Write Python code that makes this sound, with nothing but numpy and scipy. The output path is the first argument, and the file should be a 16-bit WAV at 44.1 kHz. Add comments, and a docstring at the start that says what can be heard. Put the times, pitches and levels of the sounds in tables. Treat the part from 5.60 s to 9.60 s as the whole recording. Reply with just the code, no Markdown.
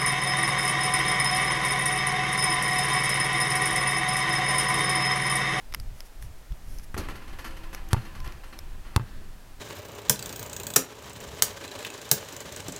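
"""Wind rumbles on the microphone throughout, and small plastic clicks and rubs come and go close by.
After about 1.3 seconds a basketball hits the rim and backboard of an outdoor hoop. The loose steel
frame rattles and rings on as it sways. The ball drops and thuds on the hard court, a bird gives one
faint chirp, and the ball bounces again. Each thud echoes once from nearby. At the end the wind eases."""
import sys
import numpy as np
from scipy import signal
from scipy.fft import rfft, irfft
from scipy.io import wavfile

SR = 44100
rng = np.random.default_rng(int(sys.argv[2]) if len(sys.argv) > 2 else 0)


def generate_wav(sig):
    """Save sig (samples, or channels by samples) to the path in sys.argv[1] as 16-bit PCM at SR."""
    pcm = np.round(np.clip(np.atleast_2d(sig).T, -1, 1) * 32767).astype(np.int16)
    wavfile.write(sys.argv[1], SR, pcm)


N = 176400  # 4 seconds

# Levels are relative. 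A fade time (t60) is how long a sound takes to fall by 60 dB.
# The ball hits the rim. Each row: start in seconds, thud level in dB, knock level in dB.
RIM_HITS = [(1.3438, -28, -31.5), (1.3468, -42, -42.5), (1.4861, -57, -31)]
# The ball hits the backboard. Each row: start in seconds, level in dB.
BOARD_HITS = [(1.366, -31.5), (1.379, -36), (1.486, -38.5)]
# The loose hoop clashes. Each row: start in seconds, clash and sizzle levels in dB, fade time in seconds.
RATTLES = [(1.375, -38, -36.5, 0.13), (1.435, -49, -60, 0.31), (1.495, -42, -51, 0.12),
           (1.553, -43.5, -52, 0.13), (1.618, -50, -61, 0.19), (1.676, -47.5, -56, 0.23),
           (1.727, -47, -59, 0.12), (1.785, -41.5, -49, 0.21), (1.843, -39, -45.5, 0.23),
           (1.904, -51, -65, 0.18), (1.965, -48.5, -54, 0.13), (2.032, -46.5, -57, 0.16),
           (2.128, -42, -47.5, 0.17), (2.172, -48.5, -73, 0.16), (2.235, -76, -80, 0.14),
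           (2.305, -44.5, -51, 0.52), (2.363, -47, -75, 0.12), (2.415, -61, -65, 0.11),
           (2.449, -46.5, -59, 0.17), (2.549, -45.5, -55, 0.17), (2.642, -45.5, -49.5, 0.12),
           (2.658, -45.5, -64, 0.38), (2.834, -49, -58, 0.21), (2.924, -45, -57, 0.18),
           (3.248, -51.5, -71, 1)]
# The ball lands. Each row: start in seconds, thud and slap levels in dB, seconds on the ground,
# level of the air inside in dB, pitch multiplier for that air, rubber shell level in dB.
BOUNCES = [(2.3317, -10, -3.5, .0133, -25, 0.91, -26.5), (3.3628, -10.5, -3, .0141, -29, .915, -18)]
# Plastic clicks. Each row: start in seconds, body and tick levels in dB, pitch multiplier.
CLICKS = [(0.1231, -41, -48, 1.0), (0.126, -38, -42, 1.1), (.139, -29, -34, 1.1), (0.145, -38, -44, 2),
          (.147, -22, -24.5, 1.02), (0.1997, -56, -34.5, 0.96), (0.4054, -43.5, -37, 1.07),
          (0.4055, -45, -54, 0.52), (.922, -45.5, -49, 1.0), (1.186, -57, -37.5, 1.25),
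          (1.197, -47, -51, 1.0), (2.148, -34, -32.5, 1.2), (2.288, -73, -40.5, 1.27),
          (2.603, -41.5, -42.5, 0.91), (2.677, -45, -42, 1.0), (2.723, -43, -44, 1.2),
          (2.9897, -39, -33.5, 1.08)]
# Sounds that swell and die away. Each row: middle in seconds, half length in seconds, level in dB.
RUBS = [(.39, .03, -60), (.462, 0.0095, -55.5), (.626, 0.0013, -43.5), (.639, 0.019, -55),
        (1.14, 0.061, -56.5), (1.24, 0.0062, -53.5)]
WIND_PUFFS = [(.22, 0.047, -35), (.31, 0.054, -39.5), (.64, 0.028, -34.5), (.71, 0.017, -42),
              (.92, 0.0095, -27.5), (1.85, 0.3, -46), (2.64, 0.082, -34.5), (3.225, 0.011, -42)]

# The tones a struck thing rings with. Each row: pitch in Hz, level in dB, fade time in seconds.
BOARD_TONES = [(225, -7, .25), (290, -8, .22), (375, -2, .24), (420, 1, .22), (700, -2, .05),
               (830, -1, .04)]
FRAME_TONES = [(327.3, 1.5, 2.2), (356, -4, 2.5), (534, -4, 2.3), (779, -2, 1.9), (935, -4.5, 3.2),
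               (1024, 1, 2.7), (1000, -8, 2.1), (1697, 4, 0.7), (1850, -7, 0.47), (2050, 0, 0.6),
               (2480, -21, 0.48), (2509, -3, 1.2), (2720, -38, .9), (3678, -27, 1.5)]
BALL_AIR_TONES = [(1000, 3.5, 0.026), (1240, -2.5, 0.023), (1560, -19, 0.063), (2220, -15, 0.044),
                  (2850, -21, 0.05)]
BALL_SHELL_TONES = [(1120, -4, .024), (1300, -12, 0.02), (2680, -11.5, 0.026), (3640, -8, 0.013),
                    (4500, -1, 0.0053)]
PLASTIC_TONES = [(4990, 5, 0.013), (5500, -3, .014), (10600, -31, 0.0059), (13100, -7, 0.011)]

# A sound's colour is its strength from bass to treble. Each row: frequency in Hz, level in dB.
KNOCK_COLOUR = [(150, -3), (400, -4), (700, -17), (1100, 3.5), (1900, -1), (2500, -12), (6000, -24),
                (11500, -21), (15000, -42)]
BOARD_COLOUR = [(60, 11.5), (150, -1), (260, 0), (400, -2.5), (550, -8), (750, -14), (1000, -10),
                (1500, -13.5), (2500, -17), (9000, -38)]
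CLASH_COLOUR = [(200, 9), (600, 6.5), (1100, 10.5), (1750, 8), (2200, 5.5), (2600, 9), (3500, 1),
                (5000, -4.5), (9000, -42)]
SIZZLE_COLOUR = [(1500, -11.5), (4200, 5.5), (5900, 4.5), (7000, 1), (8300, 2), (10000, 2), (12000, 6.5),
                 (12900, -11), (15500, -18)]  # the bright edge of a clash
SLAP_BASS_COLOUR = [(100, -42), (300, 0.5)]
SLAP_UPPER_COLOUR = [(410, -30), (700, 1.5), (1150, 1.5), (2400, -11.5), (4430, -10), (7010, -13.5),
                     (9480, -14), (10300, -11.5), (12200, -23), (13100, -18), (16000, -28)]
NEAR_SCATTER_COLOUR = [(40, -28), (110, -4.5), (300, -9.5), (600, -7), (1000, -24), (1600, -5.5),
                       (4000, -24), (14000, -45)]  # sound thrown back by the surroundings
FAR_SCATTER_COLOUR = [(100, -12), (300, 1), (700, -19), (1300, -10.5), (1750, 0), (2200, -8), (3700, -8),
                      (6000, -11), (14000, -31)]
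CLICK_BODY_COLOUR = [(300, -12), (800, -15), (1200, 13), (1700, -3), (2200, 12.5), (2800, 1.5), (3600, 5.5),
                     (6000, -47), (14000, -26)]
CLICK_TICK_COLOUR = [(2000, 1), (4300, -7.5), (5150, 15), (6300, -7), (8500, -5), (12000, 7), (15500, -19)]
RUB_COLOUR = [(500, -10), (2000, 6), (4000, -5), (5600, 5.5), (7500, -4), (11000, 6.5), (15500, -8)]
PUFF_COLOUR = [(30, 16), (85, 7), (140, 1.5), (250, -27), (600, -50.5)]
OUTDOOR_COLOUR = [(12, -4), (20, 0), (49, -15), (138, -28), (270, -31), (558, -32), (624, -30.5),
                  (1030, -35), (1530, -36.5), (1760, -36), (1960, -37.5), (2460, -40), (3440, -41.5),
                  (13900, -47.5), (16000, -51)]  # wind and distant hiss


def rim():
    """The ball hits the steel rim with a short knock, and thuds as it flattens."""
    knocks = noise(KNOCK_COLOUR) * sum(gain(db) * fade(s, t60=0.039) for s, _, db in RIM_HITS)
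    thuds = sum(gain(db) * delay(squash(contact_s=0.0177), s) for s, db, _ in RIM_HITS)
    return knocks + thuds


def backboard():
    """Each hit shakes the board, giving a low burst of noise and a few ringing tones."""
    bursts = sum(gain(db) * fade(s, t60=0.46, attack=0.0014) for s, db in BOARD_HITS)
    panel = gain(-6) * ring(BOARD_TONES)
    return noise(BOARD_COLOUR) * bursts + sum(gain(db) * delay(panel, s) for s, db in BOARD_HITS)


def rattle():
    """Loose steel parts clash again and again and leave a dense hum."""
    clash_level = sizzle_level = hum_energy = 0
    for start, clash_db, sizzle_db, t60 in RATTLES:
        burst = fade(start, t60, attack=0.0029)
        clash_level += gain(clash_db) * burst
        sizzle_level += gain(sizzle_db) * burst
        hum_energy += (gain(clash_db) * fade(start, t60=4, attack=0.0072)) ** 2
    clashes = noise(CLASH_COLOUR) * clash_level + noise(SIZZLE_COLOUR) * sizzle_level
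    hum = gain(-17.5) * noise(CLASH_COLOUR) * np.sqrt(hum_energy)
    return steel_colour(clashes) + hum


def steel_colour(clashes):
    """The hoop's many short-lived vibrations colour every clash alike."""
    response = normalise(rng.standard_normal(N) * fade(0, t60=0.037)) / np.sqrt(N)
    amount = gain(-1.5)
    return (clashes + amount * through(clashes, response)) / np.hypot(1, amount)


def frame_ring():
    """Every clash feeds the ringing of the steel frame; loose joints keep its tones unsteady."""
    kicks = np.zeros(N)
    for start, db, _, _ in RATTLES:
        kicks[int(start * SR)] += gain(db) ** 2
    out = 0
    for hz, db, t60 in FRAME_TONES:
        kept_per_sample = gain(-60 / t60 / SR) ** 2
        energy = signal.lfilter([1], [1, -kept_per_sample], kicks)
        tone = waver(width_hz=0.0081 * hz) * np.sin(2 * np.pi * hz * clock())
        out += gain(db) * np.sqrt(energy) * tone
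    return gain(-19.5) * out


def bounces():
    """The ball lands with a gritty slap and a thud. Its shell rings, then the air inside at lift-off."""
    click = impulse(SLAP_BASS_COLOUR + SLAP_UPPER_COLOUR)
    shell = ring(BALL_SHELL_TONES)
    out = 0
    for start, thud_db, slap_db, contact_s, air_db, pitch, shell_db in BOUNCES:
        grit = gain(-28) * rng.standard_normal(N) * fade(0, t60=0.028)
        slap = 2 * gain(slap_db) * (through(grit, click) - click)
        thud = gain(thud_db) * squash(contact_s)
        air = gain(air_db) * delay(ring(BALL_AIR_TONES, pitch), contact_s)
        out += delay(thud + slap + air - gain(shell_db) * shell, start)
    return out


def squash(contact_s):
    """The ball flattens and springs back: about one slow wave of pressure, ended by lift-off."""
    t = clock()
    pressure = -np.cos(2 * np.pi * 1.25 * t / contact_s)
    touching = np.clip((contact_s - t) / 0.0024 + .5, 0, 1)
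    return pressure * fade(0, t60=0.26, attack=0.00013) * touching


def court(sound):
    """The surroundings add one dull echo, a brief scatter of sound and a faint tail from far away."""
    echo = gain(-18) * delay(cut(sound, 2000, "low"), seconds=.0338)
    near = gain(-56.5) * noise(NEAR_SCATTER_COLOUR) * fade(0.021, t60=.2, attack=0.018)
    far = gain(-63.5) * noise(FAR_SCATTER_COLOUR) * fade(0.067, t60=1.7, attack=0.043)
    return sound + echo + through(sound, near + far)


def clicks_and_rubs():
    """Plastic clicks with a tiny ping, and soft rubs, right at the microphone."""
    t60 = 0.011
    body = noise(CLICK_BODY_COLOUR) * sum(gain(db) * fade(s, t60) for s, db, _, _ in CLICKS)
    tick = noise(CLICK_TICK_COLOUR) * sum(gain(db) * fade(s, t60) for s, _, db, _ in CLICKS)
    ping = sum(gain(db - 7) * delay(ring(PLASTIC_TONES, pitch), s) for s, _, db, pitch in CLICKS)
    return body + tick + ping + swells(RUBS, RUB_COLOUR)


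def bird():
    """A bird gives one thin, falling chirp."""
    start_s, length_s, first_hz, last_hz = 2.868, .05, 9600, 6600
    progress = np.clip(clock(start_s) / length_s, 0, 1)
    hz = first_hz * (last_hz / first_hz) ** progress
    loudness = 2 * np.sqrt(progress) * (1 - progress)
    return gain(-61) * loudness * np.sin(2 * np.pi * np.cumsum(hz) / SR)


def wind():
    """Gusts rumble and puff on the microphone, easing near the end, over a smooth distant hiss."""
    split_hz = 211  # rumble below, hiss above
    gust_db = 3 * noise([(2, 0), (6, -6), (20, -60), (60, -120)])  # slow random drift
    easing_db = -3.5 * np.maximum(clock(start=3.45), 0)
    rumble = normalise(cut(noise(OUTDOOR_COLOUR), split_hz, "low") * gain(gust_db + easing_db))
    hiss = normalise(cut(noise(OUTDOOR_COLOUR), split_hz, "high"))
    return gain(-37.5) * rumble + gain(-55.5) * hiss + swells(WIND_PUFFS, PUFF_COLOUR)


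def gain(db):
    """Turn decibels into a number to multiply by."""
    return 10 ** (np.asarray(db) / 20)


def normalise(x):
    """Scale a signal so its average strength (rms) is 1."""
    return x / np.sqrt(np.mean(x ** 2))


def spectrum(colour):
    """Join the rows of a colour into a gain for every frequency."""
    hz, db = np.array(colour).T
    all_hz = np.arange(N // 2 + 1) * SR / N
    return gain(np.interp(np.log(all_hz + 1), np.log(hz), db))


def noise(colour):
    """Steady noise with this colour and a strength of 1."""
    return normalise(irfft(rfft(rng.standard_normal(N)) * spectrum(colour), N))


def impulse(colour):
    """The sharpest click with this colour and an energy of 1."""
    cepstrum = irfft(np.log(spectrum(colour)), N)
    # Folding the second half onto the first packs the energy at the start.
    cepstrum[1:N // 2] *= 2
    cepstrum[N // 2 + 1:] = 0
    return normalise(irfft(np.exp(rfft(cepstrum)), N)) / np.sqrt(N)


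def ring(tones, pitch=1):
    """Half a second of the fading tones of a struck object."""
    t = np.arange(SR // 2) / SR
    sound = sum(gain(db - 60 * t / t60) * np.sin(2 * np.pi * hz * pitch * t) for hz, db, t60 in tones)
    return np.pad(sound, (0, N - len(t)))


def swells(rows, colour):
    """Noise that rises and falls in smooth bell shapes."""
    bells = sum(gain(db) * np.exp(-.5 * np.minimum((clock(s) / half) ** 2, 100)) for s, half, db in rows)
    return noise(colour) * bells


def waver(width_hz):
    """A random wobble in strength that spreads a tone over a narrow band."""
    all_hz = np.arange(N // 2 + 1) * SR / N
    return normalise(irfft(rfft(rng.standard_normal(N)) / (1 + (all_hz / width_hz) ** 2), N))


def clock(start=0):
    """Seconds since start, for every sample."""
    return np.arange(N) / SR - start


def fade(start, t60, attack=1 / SR):
    """A loudness curve that rises for attack seconds, then dies away."""
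    t = np.maximum(clock(start), 0)
    decay = np.log(1000) * np.maximum(t - attack, 0) / t60
    return np.minimum(t / attack, 1) * np.exp(-np.minimum(decay, 40))


def delay(x, seconds):
    """Make a sound start later."""
    return np.concatenate([np.zeros(int(round(seconds * SR))), x])[:N]


def through(x, response):
    """Play a sound through an object or space, given how that responds to one click."""
    return signal.fftconvolve(x, response)[:N]


def cut(x, hz, keep):
    """A gentle filter that keeps the "low" or the "high" side of hz."""
    return signal.sosfilt(signal.butter(2, hz, keep, fs=SR, output="sos"), x)


def scene():
    """Ball and hoop on the open court, with clicks, rubs, bird and wind, in one channel."""
    shot = bounces() + rim() + backboard() + rattle() + frame_ring()
    return (court(shot) + clicks_and_rubs() + bird() + wind())[None]


def record(dry):
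    """The recorder drops the deepest bass and the highest treble."""
    bottom_hz, top_hz = 5.95, 16000
    treble_cut = signal.ellip(8, .2, 80, top_hz, fs=SR, output="sos")
    return signal.sosfilt(treble_cut, cut(dry, bottom_hz, "high"))


dry = scene()
out = record(dry)
generate_wav(out)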